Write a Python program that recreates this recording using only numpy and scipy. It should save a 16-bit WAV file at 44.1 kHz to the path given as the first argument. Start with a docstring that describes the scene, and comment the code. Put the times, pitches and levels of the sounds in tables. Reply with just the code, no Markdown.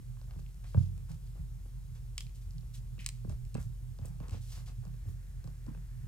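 """Kittens pad and scuffle on a blanket over foam mats in a small room, close to a microphone on the floor.
Over a hum, rumble and hiss, soft pats lead to the heaviest thud near 0.8 s: damped swings that ring the boards.
Sharp claw ticks, at 2.2 and 3.1 s, and rasps are resonant noise; cloth and fur drag as swelling bands of noise.
Pats and thuds crowd from 3.2 to 4.9 s, a faint whirr comes up at 4.5 s, and sparser steps last to the end.
A widener spreads the one channel by a near quarter-cycle lag, a crossed echo and a bass shared by both sides."""
import sys
import numpy as np
from scipy import signal
from scipy.fft import rfft, irfft, next_fast_len
from scipy.io import wavfile
from scipy.ndimage import uniform_filter1d

SR = 44100
rng = np.random.default_rng(int(sys.argv[2]) if len(sys.argv) > 2 else 0)


def waveform_to_disk(signal):
    """Save audio, clipped to [-1, 1], as 16-bit WAV at the path in sys.argv[1]."""
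    frames = np.transpose(np.atleast_2d(signal))
    scaled = np.clip(frames, -1, 1) * 32767
    samples = np.round(scaled).astype(np.int16)
    wavfile.write(sys.argv[1], SR, samples)


N = 267731


def undb(db):
    """Logarithmic level: 20 dB is a factor of ten in amplitude."""
    return 10 ** (np.asarray(db) / 20)


def level(x, db):
    """Root-mean-square level: scale the whole signal to it."""
    return x * undb(db) / np.sqrt(np.mean(x ** 2))


def band(x, hz, width):
    """Simple resonance: a two-pole filter with gain 1 at its centre."""
    return signal.lfilter(*signal.iirpeak(hz, hz / width, fs=SR), x)


def steep_band(x, hz, width):
    """Cascaded resonance: two equal passes steepen the skirts."""
    return band(band(x, hz, width), hz, width)


def body(force, modes):
    """Modal superposition: neighbouring modes have opposite signs, so the valleys between them stay dark."""
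    out = 0
    for k, (hz, width, db) in enumerate(modes):
        sign = (-1) ** k
        out = out + sign * undb(db) * steep_band(force, hz, width)
    return out


def add(out, s, db, x):
    """Linear superposition: lay a sound with the given peak level into the track."""
    i = int(s * SR)
    x = x[:N - i]
    out[i:i + len(x)] += undb(db) * x / np.abs(x).max()


def walk(rate):
    """Random modulation: levels held for 1 / rate seconds, then smoothed twice over that time."""
    hold = int(SR / rate)
    steps = np.repeat(rng.standard_normal(N // hold + 1), hold)
    smooth = uniform_filter1d(uniform_filter1d(steps, hold), hold)
    return 0.75 * smooth[:N]


def coloured(points, db):
    """Spectral shaping: white noise is filtered along a curve drawn over log frequency."""
    hz, shape_db = np.transpose(points)
    f = np.maximum(np.fft.rfftfreq(N, 1 / SR), 1)
    gain = undb(np.interp(np.log(f), np.log(hz), shape_db))
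    return level(irfft(rfft(rng.standard_normal(N)) * gain, N), db)


# weight landing on the floor: start_s [s], level_db [peak dB], pitch_hz of the give [Hz]
THUDS = [(0.347, -40, 94.5), (0.369, -38, 156), (0.746, -22, 125), (.75, -34, 227), (0.764, -13, 97.3),
         (.772, -20, 168.3), (1.099, -31, 137), (1.129, -34.5, 83), (1.381, -32.5, 67), (1.391, -36, 143),
         (2.447, -33, 100), (2.555, -36.5, 125), (3.245, -39.5, 170), (3.277, -27, 105.3),
         (3.303, -29.5, 63), (3.359, -37, 39.3), (3.543, -26, 129.7), (3.552, -35.5, 198), (3.583, -34, 70),
         (3.656, -32, 110.6), (4.015, -28.5, 104), (4.099, -36.5, 151), (4.204, -35.5, 137),
         (4.314, -27, 93.4), (4.776, -33.5, 99), (4.865, -34, 149), (5.066, -29.5, 93.3),
         (5.451, -38, 140.5), (5.677, -33.5, 126), (5.686, -33, 240), (5.765, -37, 145),
         (6.028, -31.5, 113)]
# modes of the floor boards: pitch_hz [Hz], level_db [dB], decay_s to -60 dB [s]
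BOARDS = [(38, 4.5, 0.12), (61.4, -22, 0.79), (91, 8, 0.58), (125, 8, 0.23), (156.6, 13.5, 0.25),
          (173.7, 9, 0.98), (220, -3, 0.52)]


def thuds(cycles=1.734, lead_s=0.0068):
    """Forced vibration: the foam's short swing drives the boards, and those nearest its pitch ring on."""
    out, t = np.zeros(N), np.arange(SR // 2) / SR
    ring_gain = 2 * undb(-6)
    for s, db, hz in THUDS:
        # the swing swells and fades over twice this many cycles
        swell = np.sin(np.pi * np.minimum(t * hz / cycles / 2, 1)) ** 2
        give = np.sin(2 * np.pi * hz * t) * swell
        ring = 0
        for board_hz, board_db, t60 in BOARDS:
            width = np.log(1000) / np.pi / t60
            ring = ring + undb(board_db) * band(give, board_hz, width)
        add(out, s - lead_s, db, give + ring_gain * ring)  # the foam gives a moment early
    return out


def strikes(table, crackle_db, crackle_t60_s, modes, soft_hz):
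    """Impact excitation: a snap and a dying crackle ring one body, favouring modes near each spot's pitch."""
    out, t = np.zeros(N), np.arange(SR // 4) / SR
    contact = signal.butter(2, soft_hz, fs=SR, output="sos")
    for s, db, spot_hz, focus in table:
        crackle = rng.standard_normal(len(t)) * undb(crackle_db - 60 * t / crackle_t60_s)
        snap = t == 0
        force = signal.sosfilt(contact, snap + crackle)  # the contact takes time
        spot = [(hz, width, g - focus * np.log2(hz / spot_hz) ** 2) for hz, width, g in modes]
        add(out, s, db, body(force, spot))
    return out


# paws on the mats: start_s [s], level_db [peak dB], pitch_hz favoured [Hz], focus [dB per octave squared]
PATS = [(.169, -58, 1200, 8), (.213, -52, 900, 5), (.308, -52.5, 1210, 6), (.358, -47, 400, 2.5),
        (.39, -51, 800, 2.5), (.642, -52.5, 893, 3), (.7445, -32, 690, 5.5), (.978, -58, 600, 5),
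        (1.088, -71, 900, 2), (1.115, -50, 890, -0.5), (1.353, -56, 500, 5), (1.655, -51.5, 400, 5),
        (1.958, -60, 905, 1), (2.63, -56, 1190, 1), (2.98, -45.5, 503, 0), (3.246, -38.5, 447, 4),
        (3.296, -40.5, 545, 2.5), (3.551, -31.5, 580, 2.5), (3.988, -44, 500, 2.5), (4.047, -44, 493, 1.5),
        (4.201, -40.5, 510, 5), (4.282, -47, 493, 2), (4.308, -50, 497, 3), (4.341, -40.5, 448, 2),
        (4.576, -50.5, 930, 3), (4.692, -50, 600, -0.5), (4.851, -49, 800, 6), (4.868, -54, 900, 4),
        (4.94, -57, 700, 1), (5.053, -51, 497, 2.5), (5.085, -48, 397, 2), (5.441, -48.5, 600, 2),
        (5.474, -47.5, 800, 4), (5.665, -48.5, 500, 6), (5.684, -50, 400, 2), (5.747, -48, 900, 3.5),
        (6.04, -51.5, 300, 8)]
# resonances of a mat, before the focus: pitch_hz [Hz], width_hz of each pass [Hz], level_db [dB]
MAT = [(178, 55, 16), (240, 38, 14), (300, 78, 4.5), (448, 153, -4.5), (590.5, 162, -5.5),
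       (800, 180, -11.5), (1095, 280, -9), (1604, 350, -12), (2650, 350, -0.5), (3660, 620, -21)]


def pats():
    """Soft impact: a long contact low-passes the force that rings the mat."""
    return strikes(PATS, crackle_db=-31, crackle_t60_s=0.06, modes=MAT, soft_hz=1800)


# claws catching and letting go: start_s [s], level_db [peak dB before the bounce],
# pitch_hz favoured [Hz], focus [dB per octave squared]
TICKS = [(.2145, -52, 3980, 10), (.309, -48.5, 2500, 8), (.463, -50.5, 2700, 18), (.544, -52, 6000, 5),
         (.643, -49, 2420, 0), (.7455, -47, 2600, 18), (.978, -51, 5000, 0), (1.1175, -43.5, 5900, 2.5),
         (2.1797, -22, 3320, 0.5), (2.1803, -27.5, 3070, 24), (2.267, -46, 3000, 12), (2.358, -51, 5900, 2),
         (2.508, -49, 4900, 18), (2.582, -47.5, 4400, 22), (2.992, -44, 2200, 7), (3.008, -47, 2600, 1),
         (3.045, -41, 4500, 6), (3.0625, -17, 6500, 0), (3.105, -52, 5500, 4), (3.295, -42.5, 5500, 0.5),
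         (3.451, -48, 6900, 0), (3.544, -37, 7050, 1.5), (3.551, -42, 2500, -0.5), (3.615, -48, 7600, 10),
         (3.628, -45, 7500, 4), (3.9875, -50.5, 4000, 12), (4.0565, -38.5, 8900, 21), (4.202, -49, 2400, 5),
         (4.283, -43.5, 4950, 5), (4.295, -43, 6460, -3), (4.309, -43, 6000, 2), (4.852, -47.5, 5670, 10),
         (5.442, -48.5, 5000, 9), (5.475, -48, 4000, 5), (5.665, -50, 4500, 5)]
# resonances of a claw, before the focus: pitch_hz [Hz], width_hz of each pass [Hz], level_db [dB]
CLAW = [(1110, 310, -5.5), (1740, 250, -8.5), (2490, 690, 3.5), (3260, 650, -5.5), (4000, 710, 1),
        (4930, 1470, 1.5), (6360, 3600, -3.5), (8100, 2000, 3), (9600, 1240, -5), (14000, 10000, -15)]
BOUNCE_S, BOUNCE_DB = 0.001385, -16.5


def ticks():
    """Hard impact and early reflection: bright ticks come again off the nearest wall of the pen."""
    direct = strikes(TICKS, crackle_db=-28, crackle_t60_s=0.043, modes=CLAW, soft_hz=16100)
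    return direct + undb(BOUNCE_DB) * np.roll(direct, int(BOUNCE_S * SR))


# fur and cloth dragging: start_s [s], length_s [s], level_db [rms dB before swell and grain], pitch_hz [Hz]
DRAGS = [(0.261, 0.16, -71, 600), (0.377, 0.051, -70, 4970), (0.641, 0.18, -67, 4530),
         (0.63, 0.066, -64.5, 1190), (0.758, 0.16, -65.5, 4630), (.76, 0.11, -63.5, 400),
         (1.077, 0.11, -66.5, 5440), (1.08, 0.085, -62.5, 590), (1.262, 0.039, -67.5, 4480),
         (1.343, 0.1, -66, 430), (1.653, 0.036, -68.5, 800), (1.941, 0.065, -68.5, 4440),
         (1.946, 0.054, -68, 1210), (2.183, 0.077, -61, 5470), (2.341, 0.066, -65.5, 4970),
         (2.41, 0.045, -68, 5000), (2.729, 0.086, -59, 4900), (2.99, 0.07, -62.5, 5030),
         (3.285, 0.077, -59, 447), (3.284, 0.075, -64.5, 5060), (3.543, 0.12, -59.5, 900),
         (3.585, 0.092, -63, 6500), (3.977, 0.29, -67, 610), (4.044, 0.065, -64, 8100),
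         (4.193, 0.16, -60, 590), (4.306, 0.12, -59.5, 3450), (4.309, 0.078, -55, 486),
         (4.391, 0.2, -62.5, 5240), (4.477, 0.19, -57, 4930), (4.488, 0.22, -65, 870),
         (4.654, 0.07, -61.5, 4000), (4.666, 0.075, -66, 730), (4.812, 0.13, -70, 700),
         (5.041, 0.12, -74, 600), (5.063, 0.1, -69, 6460), (5.434, 0.1, -67.5, 474),
         (5.666, 0.21, -70, 493), (6.009, 0.083, -82, 700)]
RISE_SHARE, DRAG_WIDTH = 0.2, 1.67  # part of a stroke spent swelling; bandwidth over centre


def drags(patchy_db=3.5):
    """Friction noise: fibres slip in dense uneven grains that swell and fade with each stroke."""
    out, t = np.zeros(N), np.arange(SR // 2) / SR
    grain = undb(patchy_db * walk(120))
    for s, length, db, hz in DRAGS:
        ramp = np.interp(t / length, [0, RISE_SHARE, 1], [0, 1, 0])
        stroke = np.sin(np.pi / 2 * ramp) ** 2
        noise = rng.standard_normal(len(t))
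        slip = level(steep_band(noise, hz, DRAG_WIDTH * hz), db) * stroke
        i = int(s * SR)
        out[i:i + len(t)] += slip[:N - i]
    return out * grain


# a claw pulled along a thread or wire: start_s [s], level_db [rms dB before the decay],
# pitch_hz [Hz], width_hz of each pass [Hz], decay_s to -60 dB [s]
RASPS = [(2.179, -50.5, 3300, 700, 0.17), (2.99, -54, 2440, 1300, .35), (5.679, -53, 980, 400, 0.075)]


def rasps():
    """Resonant friction: a scrape held in one resonance starts at once and dies away."""
    out, t = np.zeros(N), np.arange(N) / SR
    for s, db, hz, width, t60 in RASPS:
        scrape = level(steep_band(rng.standard_normal(N), hz, width), db)
        decay = undb(-60 * np.abs(t - s) / t60) * (t > s)
        out += scrape * decay
    return out


def room(near, level_db=-17, t60_s=0.38):
    """Reverberation by convolution: the walls answer after 4 ms and die fast among the soft things."""
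    t = np.arange(SR // 2) / SR
    walls = rng.standard_normal(len(t)) * undb(-60 * t / t60_s) * (t > .004)
    walls = undb(level_db) * walls / np.sqrt(np.sum(walls ** 2))
    return signal.fftconvolve(near, walls)[:N]


# a motor and the mains buzz: pitch_hz [Hz], level_db [rms dB before the waver], waver_db [dB per unit of walk]
HUM = [(45.25, -44, 0.15), (120.56, -50.5, 1.5)]


def hum():
    """Amplitude modulation: two tones of fixed pitch, a motor and the mains buzz, waver in level."""
    out, t = np.zeros(N), np.arange(N) / SR
    for hz, db, waver_db in HUM:
        amplitude = np.sqrt(2) * undb(db + waver_db * walk(5.0))
        out += amplitude * np.sin(2 * np.pi * (hz * t + rng.random()))
    return out


# spectrum of the house's rumble: pitch_hz [Hz], level_db [relative dB per Hz]
RUMBLE = [(10, -18), (25, -22), (38, -6.5), (62, -3), (95, -3.5), (112, -4.5), (126, 4.5), (140, -7),
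          (160, -8.5), (200, -25), (260, -31.5), (500, -40.5), (1500, -100)]
# spectrum of the microphone's hiss: pitch_hz [Hz], level_db [relative dB per Hz]
HISS = [(100, 8.5), (1000, 2.5), (3000, -1.5), (8000, 0.5), (14000, -4.5), (16500, -12.5)]


def air(swell_db=0.5):
    """Stationary and modulated noise: the house's rumble wavers slightly, the microphone's hiss stays smooth."""
    rumble = coloured(RUMBLE, -46) * undb(swell_db * walk(10))
    return rumble + coloured(HISS, -68.5)


def whirr(start_s=4.5, swell_s=.6, level_db=-77, pitch_hz=1700, width_hz=900):
    """Band-limited noise: a faint distant whirr swells to its level and stays."""
    noise = level(steep_band(rng.standard_normal(N), pitch_hz, width_hz), level_db)
    return noise * np.clip((np.arange(N) / SR - start_s) / swell_s, 0, 1)


def scene():
    """Superposition: contacts with their reverberation, then thuds and background, alike in two channels."""
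    near = pats() + ticks() + drags() + rasps()
    mono = thuds() + near + room(near) + hum() + air() + whirr()
    return np.tile(mono, (2, 1))


# the widener's phase shift: pitch_hz [Hz], lag_rad of the right behind the left [radians]
SHIFT = [(100, 1.44), (6000, 1.44), (8500, 1.33), (11500, .98), (14500, .65), (20000, .1)]
ECHO_S, ECHO_GAIN = .027, .39
BASS_HZ, BASS_RAD, BASS_LATE = 105, -1.59, 2.35  # crossover; phase there; further lag in radians per log Hz
SMEAR_CYCLES, TOP_HZ = .6, 16000


def record(dry):
    """Phase decorrelation: the widener sets the sides apart, then a steep low-pass cuts the top."""
    size = next_fast_len(N + SR)
    f = np.maximum(np.fft.rfftfreq(size, 1 / SR), 20)
    lag = np.exp(-1j * np.interp(f, *np.transpose(SHIFT)))
    echo = ECHO_GAIN * np.exp(-2j * np.pi * f * ECHO_S)
    # the bass goes alike to both sides, later the lower it is
    steep = (BASS_HZ / f) ** 3
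    bass = steep * np.exp(1j * (BASS_RAD - BASS_LATE * np.log(f / BASS_HZ)))
    # phase shifters hold every tone back by a part of its own cycle
    smear = np.exp(-2j * np.pi * SMEAR_CYCLES * np.log(f / TOP_HZ))
    left = bass + 1 + echo * lag
    right = bass + lag + echo
    sides = np.array([left, right]) * smear / (1 + steep)
    lead = SR // 4  # a mirrored lead-in, so the sound is already running at the start
    padded = np.pad(dry, ((0, 0), (lead, 0)), "reflect")
    wide = irfft(rfft(padded, size) * sides, size)[:, lead:lead + N]
    return signal.sosfilt(signal.ellip(8, .2, 60, TOP_HZ, fs=SR, output="sos"), wide)


dry = scene()
out = record(dry)
waveform_to_disk(out)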